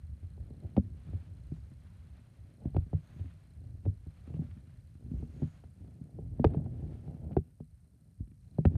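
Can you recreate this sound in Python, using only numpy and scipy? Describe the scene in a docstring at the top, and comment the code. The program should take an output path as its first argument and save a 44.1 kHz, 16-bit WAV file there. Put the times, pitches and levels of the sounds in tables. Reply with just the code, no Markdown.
"""In an empty flat with a tiled floor someone walks slowly, holding a small camera.
Steps and finger bumps ring damped modes of hand and casing, spread into thuds that fall in pitch.
The grip rumbles and rubs as skin slips in tiny jerks; clothes swish with each stride as shaped noise, over
a background noise that sinks after about 5.7 s and rises again at the end.
The camera's electronics hiss, tick and beep, and faint narrow hisses come and go."""
import sys
import numpy as np
from scipy import signal
from scipy.fft import rfft, irfft
from scipy.io import wavfile

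SR = 44100
rng = np.random.default_rng(int(sys.argv[2]) if len(sys.argv) > 2 else 0)


def natural_amplitude(level_db):
    """Convert a level in decibels to a linear amplitude factor, elementwise."""
    exponent = np.asarray(level_db, float) / 20
    return 10 ** exponent


def file_out(sig):
    """Save sig as 16-bit WAV at sys.argv[1]."""
    # one column per channel
    cols = np.atleast_2d(sig).T
    # limit, then scale
    lim = np.clip(cols, -1, 1)
    pcm = np.round(lim * 32767).astype(np.int16)
    wavfile.write(sys.argv[1], SR, pcm)


N = 386757
USUAL_RUB_DB = -68


def rms_one(x):
    """Scale to rms 1."""
    return x / np.sqrt(np.mean(x ** 2) + 1e-20)


def peak_one(x):
    """Scale to peak 1."""
    return x / np.abs(x).max()


def in_time(rows):
    """Interpolate each column over the scene; the first column is time in s."""
    s, *columns = np.transpose(rows)
    return [np.interp(np.arange(N) / SR, s, c) for c in columns]


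def coloured(x, spectrum):
    """Shape a signal by a (Hz, dB) spectrum, straight in log frequency; rms 1."""
    hz = np.maximum(np.fft.rfftfreq(len(x), 1 / SR), 1)
    points_hz, points_db = np.array(spectrum, float).T
    gain_db = np.interp(np.log(hz), np.log(points_hz), points_db, left=-90, right=-90)
    return rms_one(irfft(rfft(x) * natural_amplitude(gain_db), len(x)))


def drift(rate_hz):
    """Slow chance with spread 1: noise through two equal low-pass poles, run at SR / 40."""
    r = np.exp(-80 * np.pi * rate_hz / SR)
    noise = rng.standard_normal(N // 40 + 2002)
    slow = signal.lfilter([1], [1, -2 * r, r * r], noise)[2000:]      # drop the run-in
    return np.interp(np.arange(N) / 40, np.arange(len(slow)), rms_one(slow))


def swells(rows):
    """A bell-shaped swell for each row of (middle_s, length_s, ..)."""
    t = np.arange(N) / SR
    return np.array([np.exp(-(2 * (t - row[0]) / row[1]) ** 2) for row in rows])


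def with_swells(base_db, shapes, peaks_db):
    """Add the power of the swells to a base level; dB."""
    return 10 * np.log10(natural_amplitude(base_db) ** 2 + natural_amplitude(peaks_db) ** 2 @ shapes ** 2)


def ring(x, hz, t60_s):
    """Two-pole resonator: a unit click sets a decaying sine of height 1 ringing."""
    r, w = natural_amplitude(-60 / (t60_s * SR)), 2 * np.pi * hz / SR
    return signal.lfilter([0, np.sin(w)], [1, -2 * r * np.cos(w), r * r], x + 1e-18)


def whines():
    """Narrow treble bands of noise that swell and fade."""
    # middle_s, length_s, pitch_hz, width_hz, level_db
    whine_rows = [(3.15, .25, 13000, 1800, -93), (3.153, .3, 6440, 500, -89), (5.202, .25, 6360, 700, -91),
                  (5.454, 0.24, 6700, 506, -85.5), (5.25, .3, 12000, 900, -100),
                  (7.349, .4, 13400, 1500, -93)]
    t, out = np.arange(N) / SR, 0
    for middle_s, length_s, hz, width_hz, level_db in whine_rows:
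        band = signal.butter(2, [hz - width_hz / 2, hz + width_hz / 2], "band", fs=SR, output="sos")
        swell = np.exp(-(2 * (t - middle_s) / length_s) ** 4)
        noise = rms_one(signal.sosfilt(band, rng.standard_normal(N)))
        out = out + natural_amplitude(level_db) * swell * noise
    return out


def ticks(rate_hz, start_s, jitter_s, spread_db):
    """A steady train of slightly uneven clicks."""
    s = start_s + np.arange(int(N / SR * rate_hz)) / rate_hz
    draw, train = rng.standard_normal((len(s), 2)), np.zeros(N)
    at = ((s + jitter_s * draw[:, 0]) * SR).astype(int)
    train[np.clip(at, 0, N - 1)] = natural_amplitude(spread_db * draw[:, 1])
    return train


def electronics(hiss_db=-88, frame_tick_db=-68, clock_tick_db=-67, buzz_db=-95):
    """Preamp hiss; a tick, short beep and high buzz on every frame; a slower clock tick."""
    # preamp hiss spectrum: pitch_hz, density_db
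    hiss_spectrum = [(2000, -18), (7300, -21.5), (8200, 0), (9500, -2.5), (11000, -0.5), (12500, -6),
                     (14000, -9), (15300, -22)]
    # frame beep: time_s, level_db
    beep_levels = [(0, -76), (5.55, -78.5), (5.75, -83), (8.3, -84), (8.37, -84), (8.45, -74),
                   (8.77, -80.5)]
    frames = ticks(29.97, start_s=.0024, jitter_s=.0009, spread_db=2.5)
    clock = ticks(19.99, start_s=.0012, jitter_s=.0001, spread_db=1.5)
    clicks = natural_amplitude(frame_tick_db) * frames + natural_amplitude(clock_tick_db) * clock
    tick = ring(clicks, 8400, .003) - ring(clicks, 9500, .0025)

    t = np.arange(round(.007 * SR)) / SR
    swell = np.hanning(len(t))
    beep = np.convolve(frames, swell * np.sin(2 * np.pi * 4125 * t))[60:N + 60]      # 60 samples early
    buzz = np.convolve(frames, swell * np.sin(2 * np.pi * 14330 * t))[:N]
    hiss = coloured(rng.standard_normal(N), hiss_spectrum)
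    beep_db = in_time(beep_levels)[0]
    return natural_amplitude(hiss_db) * hiss + tick + natural_amplitude(beep_db) * beep + natural_amplitude(buzz_db) * buzz


def clothes(patchy_db=1.5):
    """Cloth brushes on cloth at each stride, over a background noise: two bands of shaped noise."""
    # spectra of main swish and treble: pitch_hz, density_db
    swish_spectrum = [(500, 7), (900, -1), (1500, -0.5), (2200, -3), (3200, -7), (4500, -12.5), (6000, -33)]
    treble_spectrum = [(3000, -12), (4500, 0), (6500, -1), (7500, -3.5), (9000, -5), (13000, -13)]
    # cloth brushes: middle_s, length_s, swish_db, treble_db
    strides = [(1.12, 0.35, -73, -89), (1.558, 0.14, -76, -84), (2.034, 0.76, -75.5, -99),
               (3.153, 0.55, -72, -87.5), (4.34, 0.56, -73, -87), (5.175, 0.18, -76, -86),
               (5.43, 0.41, -72, -83), (6.478, 0.24, -74.5, -94), (6.98, 0.66, -76.5, -86.5),
               (8.458, 0.26, -92.5, -89.5), (8.77, 0.56, -81, -100)]
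    # background noise, sinking after about 5.7 s and rising at the end: time_s, swish_db, treble_db
    background_levels = [(0, -77.5, -88), (1.5, -77.5, -85), (2.7, -79, -87), (5.7, -80.5, -86.5),
                         (7.2, -83, -90.5), (7.65, -86.5, -90), (8.35, -88.5, -90.5), (8.77, -80.5, -87.5)]
    swish_db, treble_db = in_time(background_levels)
    shapes, rows = swells(strides), np.array(strides)
    swish_db = with_swells(swish_db, shapes, rows[:, 2]) + patchy_db * drift(16.0)
    treble_db = with_swells(treble_db, shapes, rows[:, 3])
    swish = coloured(rng.standard_normal(N), swish_spectrum) * natural_amplitude(swish_db)
    return swish + coloured(rng.standard_normal(N), treble_spectrum) * natural_amplitude(treble_db)


def grip_levels(dry_re_rub_db=-13.5):
    """Deep rumble, rub and dry rub levels in dB: the hold plus swells in the grip noise."""
    # the hand holding the casing: time_s, deep_rumble_db, rub_db
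    hold = [(0, -45, -73.5), (.3, -47.5, -66.5), (.7, -51.5, -59.5), (1.0, -49.5, -69), (1.45, -47, -68),
            (1.8, -49.5, -71), (2.2, -52, -71.5), (2.6, -64, -68), (3.05, -61, -69), (3.42, -56, -72.5),
            (4.0, -51, -74.5), (4.55, -58.5, -70), (4.9, -52.5, -73), (5.6, -56, -71.5), (6.0, -58, -63),
            (6.3, -40.5, -57.5), (6.75, -43.5, -51.5), (7.1, -49.5, -63.5), (7.33, -53.5, -51),
            (7.43, -60.5, -67.5), (7.6, -54.5, -80.5), (7.95, -59.5, -74.5), (8.43, -56.5, -75.5),
            (8.77, -45, -50)]
    # swells in the grip noise (hand shifts, dry scuffs, low tails after bumps):
    # middle_s, length_s, deep_rumble_db, rub_db, extra_dry_rub_db
    grip_swells = [(0.402, 0.068, -39, -66, 6), (0.644, 0.053, -58, -54, 6), (0.853, 0.24, -44.5, -61, -7),
                   (1.117, 0.11, -40, -60, -0.5), (2.436, 0.12, -47.5, -109, 5),
                   (2.646, 0.11, -48, -59.5, 10), (2.788, 0.098, -26.5, -59, 4),
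                   (2.954, 0.097, -39.5, -64, -4), (3.213, 0.2, -46.5, -62, -3),
                   (3.677, 0.22, -40.5, -65, 2), (3.893, 0.1, -36.5, -57.5, -12),
                   (4.37, 0.23, -39.5, -56.5, 1.5), (4.754, 0.14, -47.5, -76, 1),
                   (5.167, 0.22, -39.5, -51.5, -7), (5.39, 0.15, -47, -54.5, -3),
                   (5.88, 0.12, -52, -63.5, 5), (6.534, 0.25, -39, -46, 1.5), (6.87, 0.18, -45.5, -49, -2),
                   (7.105, 0.12, -65, -52, 5), (7.265, 0.15, -43, -56, 6), (8.221, 0.047, -38, -81, 6)]
    deep_db, rub_db = in_time(hold)
    shapes, rows = swells(grip_swells), np.array(grip_swells)
    deep_db = with_swells(deep_db, shapes, rows[:, 2])
    rub_db = with_swells(rub_db, shapes, rows[:, 3])
    dry_db = rub_db + dry_re_rub_db + rows[:, 4] @ shapes
    return deep_db, rub_db, dry_db


def grip(deep_db, rub_db, dry_db, slips_per_s=250, size_db=3.5, lumpy_db=1.0, patchy_db=1.2):
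    """Skin slips on the casing in dense tiny jerks; the mass rumbles, the shell rubs unevenly."""
    # spectra of the moving mass: pitch_hz, density_db
    deep_spectrum = [(20, -26), (40, -7), (62, -5), (85, -5), (105, -10.5), (140, -22.5)]
    rumble_spectrum = [(80, -25.5), (110, -3), (155, 0.5), (200, -6.5), (280, -39)]
    # spectra of the rubbed shell: pitch_hz, density_db
    rub_spectrum = [(160, -30), (230, 7.5), (320, -2.5), (420, -8), (560, -30.5)]
    dry_rub_spectrum = [(330, -19), (450, 0), (600, 5), (800, -2.5), (1100, -21.5), (1600, -26),
                        (2500, -50.5)]
    rumble_db = -59 + 0.68 * (rub_db - USUAL_RUB_DB)      # takes a share of the rub's swing

    moments = rng.random(N) < slips_per_s / SR
    sizes = natural_amplitude(size_db * np.minimum(rng.exponential(1, N), 4))
    slips = moments * sizes * rng.choice([-1, 1], N)
    slips = slips + 0.087 * rng.standard_normal(N)
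    mass = rng.standard_normal(N) * natural_amplitude(lumpy_db * drift(3.4))

    rumble = coloured(mass, deep_spectrum) * natural_amplitude(deep_db)
    rumble = rumble + coloured(mass, rumble_spectrum) * natural_amplitude(rumble_db)
    rub = coloured(slips, rub_spectrum) * natural_amplitude(rub_db)
    rub = rub + coloured(slips, dry_rub_spectrum) * natural_amplitude(dry_db)
    return rumble + rub * natural_amplitude(patchy_db * drift(4.4))


def fidgets(rub_db, count=16):
    """Small finger bumps at random moments; their body level partly follows the rub."""
    usual_body_db, thud_db, knock_db, crack_db = -40.5, -12, -25.5, -34.5
    follows, spread_db = 0.47, 3
    s, size = rng.random((count, 2)).T
    at = (s * (N - 1)).astype(int)
    body_db = usual_body_db + follows * (rub_db[at] - USUAL_RUB_DB) + spread_db * (2 * size - 1)
    return [(i / SR, db, thud_db, knock_db, crack_db) for i, db in zip(at, body_db)]


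def blunt(x, hz):
    """A soft contact gives no treble: low-pass."""
    return signal.sosfilt(signal.butter(4, hz, fs=SR, output="sos"), x)


def bending(x, delay_ms, power):
    """Bending waves in a solid: treble comes first, bass lags as a power of wavelength."""
    scaled = (np.fft.rfftfreq(len(x), 1 / SR) + 30) / 130      # 1 at 100 Hz, where delay_ms holds
    turns = .13 * delay_ms * scaled ** (1 - power) / (1 - power)
    t = np.arange(len(x)) / SR
    ends = np.minimum(1, np.minimum(t / .001, (t[-1] - t) / .05))
    return ends * irfft(rfft(x) * np.exp(-2j * np.pi * (turns - turns[0])), len(x))


def bumps(rows, fall_db=17.0, crack_s=0.0072, delay_ms=3.564, power=0.81):
    """Each bump rings thud, body and knock modes, spread out by the path, with a short rough crack."""
    # modes of hand and casing, before chance and contact weighting: pitch_hz, level_db, t60_s
    casing = [(67.8, -14, 0.025), (87.3, 1.5, 0.16), (97.3, 2, .16), (134.8, -2.5, 0.13),
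              (154.9, 1.5, 0.15), (196.5, -1, 0.071), (236.1, -8, 0.12), (283, -9, 0.061),
              (381, -0.5, 0.056), (435, 1.5, 0.054), (542.5, 2.5, 0.029), (675, 0, 0.024), (740, 3, 0.025),
              (1140, -12, 0.026)]
    # crack spectrum: pitch_hz, density_db
    crack_spectrum = [(800, -12), (1200, 8), (1900, 3.5), (3100, -3.5), (4800, -15.5), (5900, -26.5),
                      (7800, -28.5), (8800, -23.5), (12000, -42)]
    body_from_hz, knock_from_hz, mode_spread_db = 115, 330, 4
    rebound_s, rebound = .005, .3
    soft_colour_hz, hard_from_db, octaves_per_db = 412, -43, .033

    size = 16384
    out, t = np.zeros(N + size), np.arange(size) / SR
    crack_swell = np.exp(-(t / crack_s) ** 3) * (1 - np.exp(-(t / 0.0011) ** 2))
    chance = rng.standard_normal((len(rows), len(casing) + 1 + size))
    pitch = np.array(casing)[:, 0]
    low, high = pitch < body_from_hz, pitch > knock_from_hz
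    for (s, body_db, thud_db, knock_db, crack_db), draw in zip(rows, chance):
        # a harder contact (louder crack) rings higher knock modes
        colour_hz = soft_colour_hz * 2 ** (octaves_per_db * max(0, crack_db - hard_from_db))
        touch = np.zeros(size)
        touch[0] = 1
        second = round(rebound_s * SR * natural_amplitude(3 * draw[len(casing)]))
        touch[second] += rebound      # a weaker second touch
        modes = np.array([natural_amplitude(db + mode_spread_db * g) * ring(touch, hz, t60_s)
                          for (hz, db, t60_s), g in zip(casing, draw)])

        thud = peak_one(blunt(modes[low].sum(axis=0), 170))
        body = peak_one(blunt(modes[~low & ~high].sum(axis=0), 320))
        nearness = natural_amplitude(-fall_db * np.log2(pitch[high] / colour_hz) ** 2)
        knock = peak_one(blunt(nearness @ modes[high], 2 * colour_hz))
        solid = body + natural_amplitude(thud_db) * thud + natural_amplitude(knock_db) * knock
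        solid = bending(solid, delay_ms, min(power, .97))
        crack = coloured(draw[-size:], crack_spectrum) * crack_swell
        at = round(s * SR)
        out[at:at + size] += natural_amplitude(body_db) * (solid + natural_amplitude(crack_db) * crack)
    # the hand soaks up the slowest motion
    return signal.sosfilt(signal.butter(2, 50, "high", fs=SR, output="sos"), out[:N])


def scene():
    """Sum of all sources, one channel."""
    # steps and finger bumps: start_s, body_db; re body: thud_db, knock_db, crack_db
    bump_rows = [(0.228, -40.5, 7, -16.5, -39), (0.377, -47, -2, -2, -34), (0.504, -34, -3.5, -12.5, -51),
                 (0.641, -39, 12, -8, -49), (0.765, -20, -13, -7, -27.5), (0.775, -8.5, -11.5, -11, -59),
                 (1.088, -36, -1.5, -21, -38), (1.132, -30.5, 6, -11.5, -52),
                 (1.517, -23.5, -35, -21.5, -48), (2.191, -47, -13, -16, -29),
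                 (2.653, -18.5, -10, -20.5, -50.5), (2.745, -24.5, 9, -9.5, -42),
                 (2.764, -16, -5, -7, -34.5), (2.93, -21, 2.5, -9, -47.5), (3.193, -36, 8, -12, -46),
                 (3.241, -38, 7, -15, -46), (3.852, -32, 2, -10, -33), (3.861, -21.5, 2, -9, -57),
                 (4.064, -34, -1, -14, -55), (4.273, -36, -2, -20, -31), (4.3, -34.5, -7, -11, -46),
                 (4.34, -28, -21, -14, -41), (4.39, -22.5, -44, -19.5, -58), (4.419, -28.5, -0.5, -21, -56),
                 (4.51, -47.5, 13, -30, -15.5), (5.06, -36, 0.5, -22, -51), (5.112, -26.5, -18, -29, -48),
                 (5.225, -30, -6, -9.5, -53), (5.418, -20.5, -6.5, -14, -50), (5.426, -18, -13, -16, -58),
                 (5.637, -45, 7, -2.5, -25), (5.804, -38.5, -1, -33, -49), (5.877, -45, -7, -16, -31),
                 (6.01, -31, -20, -32, -61), (6.187, -32, -7.5, -3, -54), (6.395, -16, -20, -9.5, -48.5),
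                 (6.4425, -17, -16, 5.5, -19.5), (6.4455, -12.5, 0.5, 3.5, -38),
                 (6.467, -27.5, -8, -6, -32.5), (6.545, -31, -1, 2, -33), (6.566, -19, -28, -23, -54),
                 (6.66, -31, -5, -8, -40), (6.822, -32, 1, -13, -45), (6.895, -47, -14, -1, -42),
                 (7.077, -32.5, -5, -10, -39), (7.237, -41, -2.5, -10, -38), (7.366, -13, -9.5, -1, -37.5),
                 (7.602, -31.5, -24, -10, -43.5), (8.202, -30, -38, -47, -56),
                 (8.584, -14.5, -22, -8.5, -53), (8.651, -9, 0, -8.5, -33), (8.738, -23, 5, -41.5, -55),
                 (8.753, -29.5, 0, -11, -34.5)]
    deep_db, rub_db, dry_db = grip_levels()
    background = whines() + electronics() + clothes()
    handling = grip(deep_db, rub_db, dry_db) + bumps(bump_rows + fidgets(rub_db))
    return (background + handling)[None]


def band_limit(x):
    """A steep low-pass at the top of the band."""
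    return signal.sosfilt(signal.butter(12, 15600, fs=SR, output="sos"), x)


def record(dry):
    """The small microphone loses the deepest bass; a 4 ms fade ends the sound."""
    heard = signal.sosfilt(signal.butter(4, 56, "high", fs=SR, output="sos"), dry)
    fade = np.minimum(1, (N - 1 - np.arange(N)) / (.004 * SR))
    return band_limit(heard * fade)


dry = scene()
out = record(dry)
file_out(out)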